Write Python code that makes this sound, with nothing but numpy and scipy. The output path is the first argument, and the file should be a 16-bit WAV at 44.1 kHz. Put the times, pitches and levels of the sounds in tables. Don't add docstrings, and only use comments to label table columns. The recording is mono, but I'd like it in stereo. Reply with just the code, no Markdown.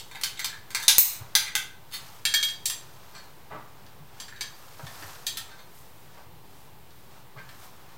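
import sys
import numpy as np
from scipy import signal
from scipy.io import wavfile
from scipy.ndimage import uniform_filter1d

SR = 44100
rng = np.random.default_rng(int(sys.argv[2]) if len(sys.argv) > 2 else 0)


def transcribe(signal):
    frames = np.atleast_2d(signal).T
    limited = np.clip(frames, -1, 1)
    pcm = np.round(limited * 32767).astype(np.int16)
    wavfile.write(sys.argv[1], SR, pcm)


def undo_db(level):
    steps = np.asarray(level, float) / 20
    return 10 ** steps


N = 351477

# (time [s], blow level [dB], dull part [dB], best rung pitch [Hz], ring level [dB])
PULLEY_KNOCKS = [
    (0.1126, -39.5, -7.5, 3650, -2),
    (0.2119, -24, -14, 3240, -19),
    (0.2346, -9, -19, 4900, -13),
    (0.393, -21.5, -18.5, 2140, -1.5),
    (0.4443, -12, -20.5, 3970, -9),
    (0.7045, -32, -17.5, 2640, -0.5),
    (0.7474, -11, -16, 5020, -7.5),
    (0.7997, -28.5, -11, 1690, -6.5),
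]
PLATE_KNOCKS = [
    (0.8808, 4.5, -31, 3460, -14.5),
    (1.3518, -1.5, -23, 3660, -10.5),
    (1.5526, -11.5, -19.5, 3470, -7.5),
]
CLIP_KNOCKS = [(2.2524, -6.5, -25, 3270, -4), (2.3392, -7.5, -26, 3260, 2), (2.4277, -10, -29, 3260, -0.5),
               (2.4855, -19.5, -26, 4690, -4.5), (4.4087, -16, -18, 4670, -5),
               (3.8644, -40, -15, 1600, -12), (4.8671, -28, -12, 1750, -12), (5.0244, -32, -7.5, 1770, -14),
               (6.906, -44.5, -18, 3700, -11), (7.387, -48, -2, 2250, -8), (7.4907, -37.5, -7, 1960, -9)]
HOOK_KNOCKS = [
    (2.6550, -10, -32, 7600, -8),
    (2.6972, -14, -20.5, 5990, -7),
    (4.1990, -22, -19.5, 6100, -5),
    (4.2799, -31, -15, 3930, -11),
    (4.3597, -38, -12, 3800, -1),
    (5.2655, -14, -24, 3800, -4),
    (5.3700, -16, -15, 5530, -10),
]
GATE_KNOCKS = [
    (.9823, 9.5, -22.5, 14480, 0.79),
]
LOOSE_KNOCKS = [
    (.53, -47, 2, 1750, 0),
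    (4.283, -52, 4, 1690, 0),
    (4.325, -55, 4, 1690, 0),
    (4.44, -54, 4, 1690, 0),
]
# (time [s], length [s], level [dB], dull part [dB], best rung pitch [Hz])
CHATTER = [(-.03, 0.042, -20.5, -32, 3740), (0.143, 0.028, -25.5, -8.5, 3700),
           (0.366, 0.021, -28, -24, 7900), (0.465, 0.086, -43, -2.5, 1690),
           (0.806, 0.051, -17.5, -14.5, 3550), (0.882, .02, -13.5, -10.5, 6300),
           (1.379, 0.046, -20, -16, 4130), (1.442, 0.055, -24, -15.5, 2050),
           (1.903, 0.077, -18, -20.5, 4350), (3.105, 0.096, -28, -12.5, 4400), (4.26, 0.19, -41, -10, 1690),
           (5.267, .02, -21.5, -18.5, 4600), (5.489, 0.047, -37.5, -10.5, 1600),
           (5.577, 0.027, -40, -14, 4000), (7.355, 0.055, -40, -5, 2140)]

# (pitch [Hz], level [dB], t60 [s])
PULLEY = [(894, -7, 0.0318), (1557, -3.5, 0.043), (1702, -1.5, 0.039), (2050, 11.5, 0.014),
          (2374, 2.5, 0.037), (3260, 9.5, 0.018), (3580, 5.5, 0.032), (3734, 9.5, 0.0275), (4130, 2, 0.08),
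          (4350, 5, 0.06), (4655, 3, .05), (6300, 2.5, 0.049), (7660, 2.5, 0.095), (9000, -6, 0.039),
          (10430, -6.5, 0.051), (13700, -3, .04)]
PLATE = [(847, -15, 0.24), (1537, -7.5, 0.099), (1600, 4, 0.029), (2050, 9.5, 0.022), (2286, -0.5, .06),
         (3260, 2, 0.072), (3537, 8.5, 0.028), (4130, -17, 0.05), (4700, 2, 0.031), (6300, -8, 0.075),
         (7800, -12, .06), (9800, -7.5, .06), (11200, -5, 0.0497), (13600, -5, .05)]
HOOK = [(1810, -2.5, 0.043), (2450, -5, 0.064), (3270, -7, 0.16), (3810, -1, 0.067), (4706, 1, 0.1),
        (5100, -21, 0.059), (6100, -1.5, 0.049), (7510, 3, 0.091), (8200, -19, 0.071), (10040, 1, .08),
        (11600, -13, .08), (13450, 4, .06), (14860, -6, .04), (15500, -5, .04)]
GATE = [(12830, -6, .05), (13090, -4, .05), (13290, -3, .05), (13560, -5, .05), (13790, -3, .05),
        (13930, -4, .06), (14150, -3, .04), (14320, -4, .05), (14500, -2, .05), (14840, -2, .05),
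        (15100, -1, .05), (15420, -3, .03)]
CLIP_HZ = [1685, 1785, 2250, 3257, 3750, 4300, 4675, 5030, 5290, 6195, 7510, 8660, 9900, 11100, 13550,
           15360]
# (level [dB], t60 [s])
CLIP_RING = [(-1, 0.025), (-9, 0.08), (-2.5, 0.031), (-10, 0.21), (-2, .06), (-10, 0.059), (1.5, 0.053),
             (-24, 0.035), (-24, 0.049), (2, 0.036), (3, 0.022), (-2.5, 0.073), (-7, 0.018), (-15, .06),
             (11, 0.073), (-8, .04)]

# (crack t60 [s], left-right difference [dB], bright part at a medium blow [dB],
# brightening [dB per dB harder], seating time [s])
PULLEY_CRACK = (.034, .3, -20, -0.28, .0009)
PLATE_CRACK = (0.0421, -3.3, -18, -.2, .0002)
CLIP_CRACK = (0.0364, 0.2, -30.5, 0.12, .0003)
HOOK_CRACK = (.045, 1, -23, 0.63, .0025)
GATE_CRACK = (0.0066, -8, -11, 0.0356, .0002)
CHATTER_CRACK = (0.0143, -0.3, -22, 0.96, .0004)

# (middle time [s], half length [s], pressure level [dB], cloth against rope [dB])
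STROKES = [(.1, 0.34, -51.5, 1), (1.04, 0.44, -48.5, -5), (2.078, 0.16, -45, 0), (2.84, 0.4, -50, -2),
           (3.205, 0.15, -56, -3), (3.74, 0.4, -55, -11), (4.206, 0.086, -49, -7), (4.594, 0.18, -48.5, 0),
           (5.03, 0.24, -40, -0.5), (5.51, 0.19, -50, -5.5), (5.801, 0.096, -54, 7.5),
           (6.0, 0.091, -56.5, 4.5), (6.172, 0.086, -50.5, -8), (6.585, 0.12, -53.5, 2.5),
           (7.0, .1, -60, 6), (7.16, .07, -51, -4), (7.413, 0.087, -57, -13), (7.55, 0.091, -50.5, 1),
           (7.65, .035, -47.5, 2), (7.7, 0.13, -53.5, -1.5), (7.97, 0.17, -51.5, -7)]
# (level [dB], share of the cloth level [dB per dB])
RUB_LAYERS = [(-0.44, -0.31), (-3.5, 0.13), (-5, 0.98)]
# (low edge [Hz], high edge [Hz], left-right likeness [0-1])
RUB_BANDS = [(550, 1500, .8), (1800, 6500, .5), (7000, 15800, .2)]
# (time [s], puff level [dB], push level [dB], push pitch [Hz], length [s])
BUMPS = [
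    (1.197, -44, -36, 107, 0.073),
    (3.5, -33.5, -37, 129.7, 0.077),
    (3.53, -37.5, -43, 300, 0.09),
    (3.975, -63, -43, 142.5, 0.083),
    (4.794, -31, -36.5, 327, 0.011),
    (4.823, -61, -38, 143, 0.069),
    (5.014, -40, -35, 290, 0.017),
    (5.032, -63, -40, 100, 0.05),
    (6.166, -42.5, -51, 149, 0.035),
    (7.357, -40.5, -38.5, 156, 0.048),
]

# (frequency [Hz], t60 [s])
WALLS = [(300, 0.31), (1500, 0.48), (4000, 0.36), (9000, 0.31), (15000, 0.26)]
# (frequency [Hz], left-right likeness [0-1])
WALLS_SAME = [(600, 0.85), (1500, 0.9), (3000, 0.089), (15000, 0.038)]
# (frequency [Hz], level [dB per Hz])
AIR = [(25, -14), (60, -4), (125, 1.5), (250, -10.5), (400, -7.5), (630, -13), (900, -8.5), (1400, -18),
       (2500, -20.5), (3700, -22), (6300, -30), (10000, -28.5), (13500, -28), (15700, -19.5)]
# (frequency [Hz], left-right likeness [0-1])
AIR_SAME = [(60, .5), (300, .5), (640, .6), (1400, .45), (3100, .15), (15000, .05)]
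# (frequency [Hz], gain [dB])
MIC = [(500, 0), (6000, 4), (11600, 3), (12350, 2), (13100, 9), (13800, 6.5), (15500, -1)]

MEDIUM_DB = -20
AIR_DB = -50.5
OFFSET = -0.0045
EDGE_HZ = 15850


def evened(x):
    return x / np.sqrt(np.mean(x ** 2) + 1e-20)


def read(points, hz):
    f, value = np.transpose(points)
    return np.interp(np.log(hz + 1), np.log(f + 1), value)


def band(x, lo_hz, hi_hz, order=2):
    return signal.sosfilt(signal.butter(order, [lo_hz, hi_hz], "band", fs=SR, output="sos"), x)


def add(mix, s, sound):
    part = mix[..., round(s * SR):][..., :sound.shape[-1]]
    part += sound[..., :part.shape[-1]]


def pair(frames, bins, same):
    a, b, c, d = rng.standard_normal((frames, bins, 4)).T
    same = same[:, None]
    left = a + 1j * b
    right = same * left + np.sqrt(1 - same ** 2) * (c + 1j * d)
    return np.array([left, right])


def contact_crack(t, crack_t60, dull_db, bright_db, side):
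    burst = rng.standard_normal((2, len(t))) * (undo_db(-60 * t / crack_t60) + 0.51 * np.exp(-t / 0.00065))
    burst[1] = 0.7 * burst[0] + 0.5 * burst[1]
    crack = band(burst, 2960, 5100)
    crack += undo_db(0.67 * bright_db + 9) * band(burst, 6060, 11540, order=5)
    crack += undo_db(dull_db + 11.5) * band(burst, 885, 2130, order=3)
    crack += side * undo_db(bright_db + 13.0) * band(burst, 13150, 16400, order=5)
    return crack


def ringing(t, modes, best_hz, ring_db, dull_db, bright_db):
    hz, db, t60 = np.transpose(modes)[:, :, None]
    chance = rng.standard_normal((len(modes), 3))
    colour = [(1500, dull_db + 26.5), (3200, 0.018), (8000, 0.021), (12000, bright_db + 8.0)]
    where_db = 8 * np.exp(-(np.log(hz / best_hz) / 0.059) ** 2) + 1.8 * chance[:, :1]
    level = undo_db(db + read(colour, hz) + where_db + ring_db - 13 - 60 * t / t60)
    rings = []
    for k in (1, 2):
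        phase = 1.39 * chance[:, k:k + 1] * np.minimum(hz / 3000, 1)
        rings.append((level * np.sin(2 * np.pi * hz * t + phase)).sum(0))
    return np.array(rings)


def knock(row, modes, crack_t60, side_db, medium_bright_db, harder, seat_s, bounce_db=-32.0):
    s, blow_db, dull_db, best_hz, ring_db = row
    bright_db = medium_bright_db + harder * (blow_db - MEDIUM_DB)
    t = np.arange(9000) / SR
    side = undo_db([[side_db / 2], [-side_db / 2]])
    crack = contact_crack(t, crack_t60, dull_db, bright_db, side)
    rings = ringing(t, modes, best_hz, ring_db, dull_db, bright_db)
    bounces = (rng.random(1300) < 0.006) * rng.standard_normal(1300) * undo_db(bounce_db - 330 * t[:1300])
    bounces[0] = 1
    crack = signal.fftconvolve(crack, bounces[None], axes=1)[:, :len(t)]
    seat = np.minimum(t / seat_s, 1) ** 1.5
    return undo_db(blow_db - 5) * (crack + side * rings) * seat


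def chatter(row):
    s, length, db, dull_db, best_hz = row
    u = np.arange(0, 1, 1 / (length * SR))
    hits = (rng.random(len(u)) < 0.012) * rng.standard_normal(len(u))
    train = hits * np.sin(np.pi * u ** 1.31)
    ring_db = -11 - 0.28 * (db - MEDIUM_DB)
    one = knock((s, db, dull_db, best_hz, ring_db), PULLEY, *CHATTER_CRACK)
    sound = signal.fftconvolve(one, train[None] / np.linalg.norm(train), axes=1)
    return sound[:, round(max(-s, 0) * SR):]


def rubbing():
    middle, half, db, cloth_db = np.transpose(STROKES)[:, :, None]
    out = np.zeros((2, N))
    t = np.arange(0, N + 64, 64) / SR
    swell = np.exp(-abs((t - middle) / half) ** 2.05)
    for (layer_db, share), (lo_hz, hi_hz, same) in zip(RUB_LAYERS, RUB_BANDS):
        lumps = evened(uniform_filter1d(rng.standard_normal(N), 500))
        grains = evened(uniform_filter1d(rng.standard_normal(N), 70))
        fibres = rng.standard_normal((2, N)) * undo_db(1.17 * lumps + 1.2 * grains)
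        fibres[1] = same * fibres[0] + np.sqrt(1 - same ** 2) * fibres[1]
        level = (swell * undo_db(db + layer_db + share * cloth_db - 8.5)).sum(0)
        out += np.interp(np.arange(N) / SR, t, level) * evened(band(fibres, lo_hz, hi_hz))
    return out


def bump(row):
    s, puff_db, push_db, push_hz, length = row
    t, rise = np.arange(12000) / SR, 0.2 * length
    shape = np.minimum(t / rise, 1) * np.exp(-2.2 * np.maximum(t - rise, 0) / length)
    puff, push = rng.standard_normal((2, len(t)))
    puff = undo_db(puff_db - 9.0) * evened(band(puff, 980 * 0.48, 980 * 1.35))
    push = undo_db(push_db - 8.5) * evened(band(push, push_hz * 0.69, push_hz * 1.14))
    return shape * (puff + push)


def walls(x):
    frames, hz = 420, np.fft.rfftfreq(256, 1 / SR)
    t = np.arange(frames) * 64 / SR
    z = pair(frames, len(hz), read(WALLS_SAME, hz)) * undo_db(-60 * t / read(WALLS, hz)[:, None])
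    tail = signal.istft(z, nperseg=256, noverlap=192)[1]
    t = np.arange(tail.shape[1]) / SR
    gap = np.clip((t - 0.001) / 0.005, 0, 1)
    tail = tail * gap * (1 + 1.27 * np.exp(-t / 0.011))
    return signal.fftconvolve(x, tail / np.linalg.norm(tail[0]), axes=1)[:, :N]


def air():
    frames, hz = N // 512 + 5, np.fft.rfftfreq(2048, 1 / SR)
    patches = uniform_filter1d(rng.standard_normal((len(hz), frames)), 20, 0)
    patches = evened(uniform_filter1d(patches, 8, 1))
    z = pair(frames, len(hz), read(AIR_SAME, hz)) * undo_db(read(AIR, hz)[:, None] + 0.52 * patches)
    return undo_db(AIR_DB) * evened(signal.istft(z, nperseg=2048, noverlap=1536)[1][:, :N])


def scene():
    spots = np.zeros((3, 2, N))
    clip = np.c_[CLIP_HZ, CLIP_RING]
    parts = [(PULLEY_KNOCKS, PULLEY, PULLEY_CRACK), (PLATE_KNOCKS, PLATE, PLATE_CRACK),
             (CLIP_KNOCKS, clip, CLIP_CRACK), (HOOK_KNOCKS, HOOK, HOOK_CRACK),
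             (GATE_KNOCKS, GATE, GATE_CRACK)]
    for k, (rows, modes, crack) in enumerate(parts):
        for row in rows:
            add(spots[k % 3], row[0], knock(row, modes, *crack))
    for row in CHATTER:
        add(spots[0], max(row[0], 0), chatter(row))
    for row in BUMPS:
        add(spots[1], row[0], bump(row)[None])
    loose = np.zeros((2, N))
    for row in LOOSE_KNOCKS:
        add(loose, row[0], knock(row, clip, *CLIP_CRACK))
    mix = rubbing() + air()
    for spot in [*spots, loose]:
        mix += spot + undo_db(3) * walls(spot)
    return mix


def band_limit(x):
    return signal.sosfilt(signal.butter(12, 16410, fs=SR, output="sos"), x)


def record(dry):
    hz = np.linspace(0, SR / 2, 129)
    capsule = signal.firwin2(127, hz, undo_db(read(MIC, hz)), fs=SR)
    x = signal.oaconvolve(dry, capsule[None], "same", axes=1)
    x = signal.sosfilt(signal.ellip(8, 1, 60, EDGE_HZ, fs=SR, output="sos"), x) + OFFSET
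    peak_db = 10 * np.log10(abs(uniform_filter1d((x ** 2).max(0), 60)) + 1e-12)
    fall = np.arange(N) * 68.0 / SR
    over_db = np.maximum(np.maximum.accumulate(peak_db + fall) - fall + 4, 0)
    cut_db = uniform_filter1d(over_db, 80, origin=39)
    x = x / undo_db(1.02 * cut_db)
    x = x + 0.38 * np.clip(abs(x) - 0.55, 0, 1)
    return band_limit(np.clip(x, -1, 1))


dry = scene()
out = record(dry)
transcribe(out)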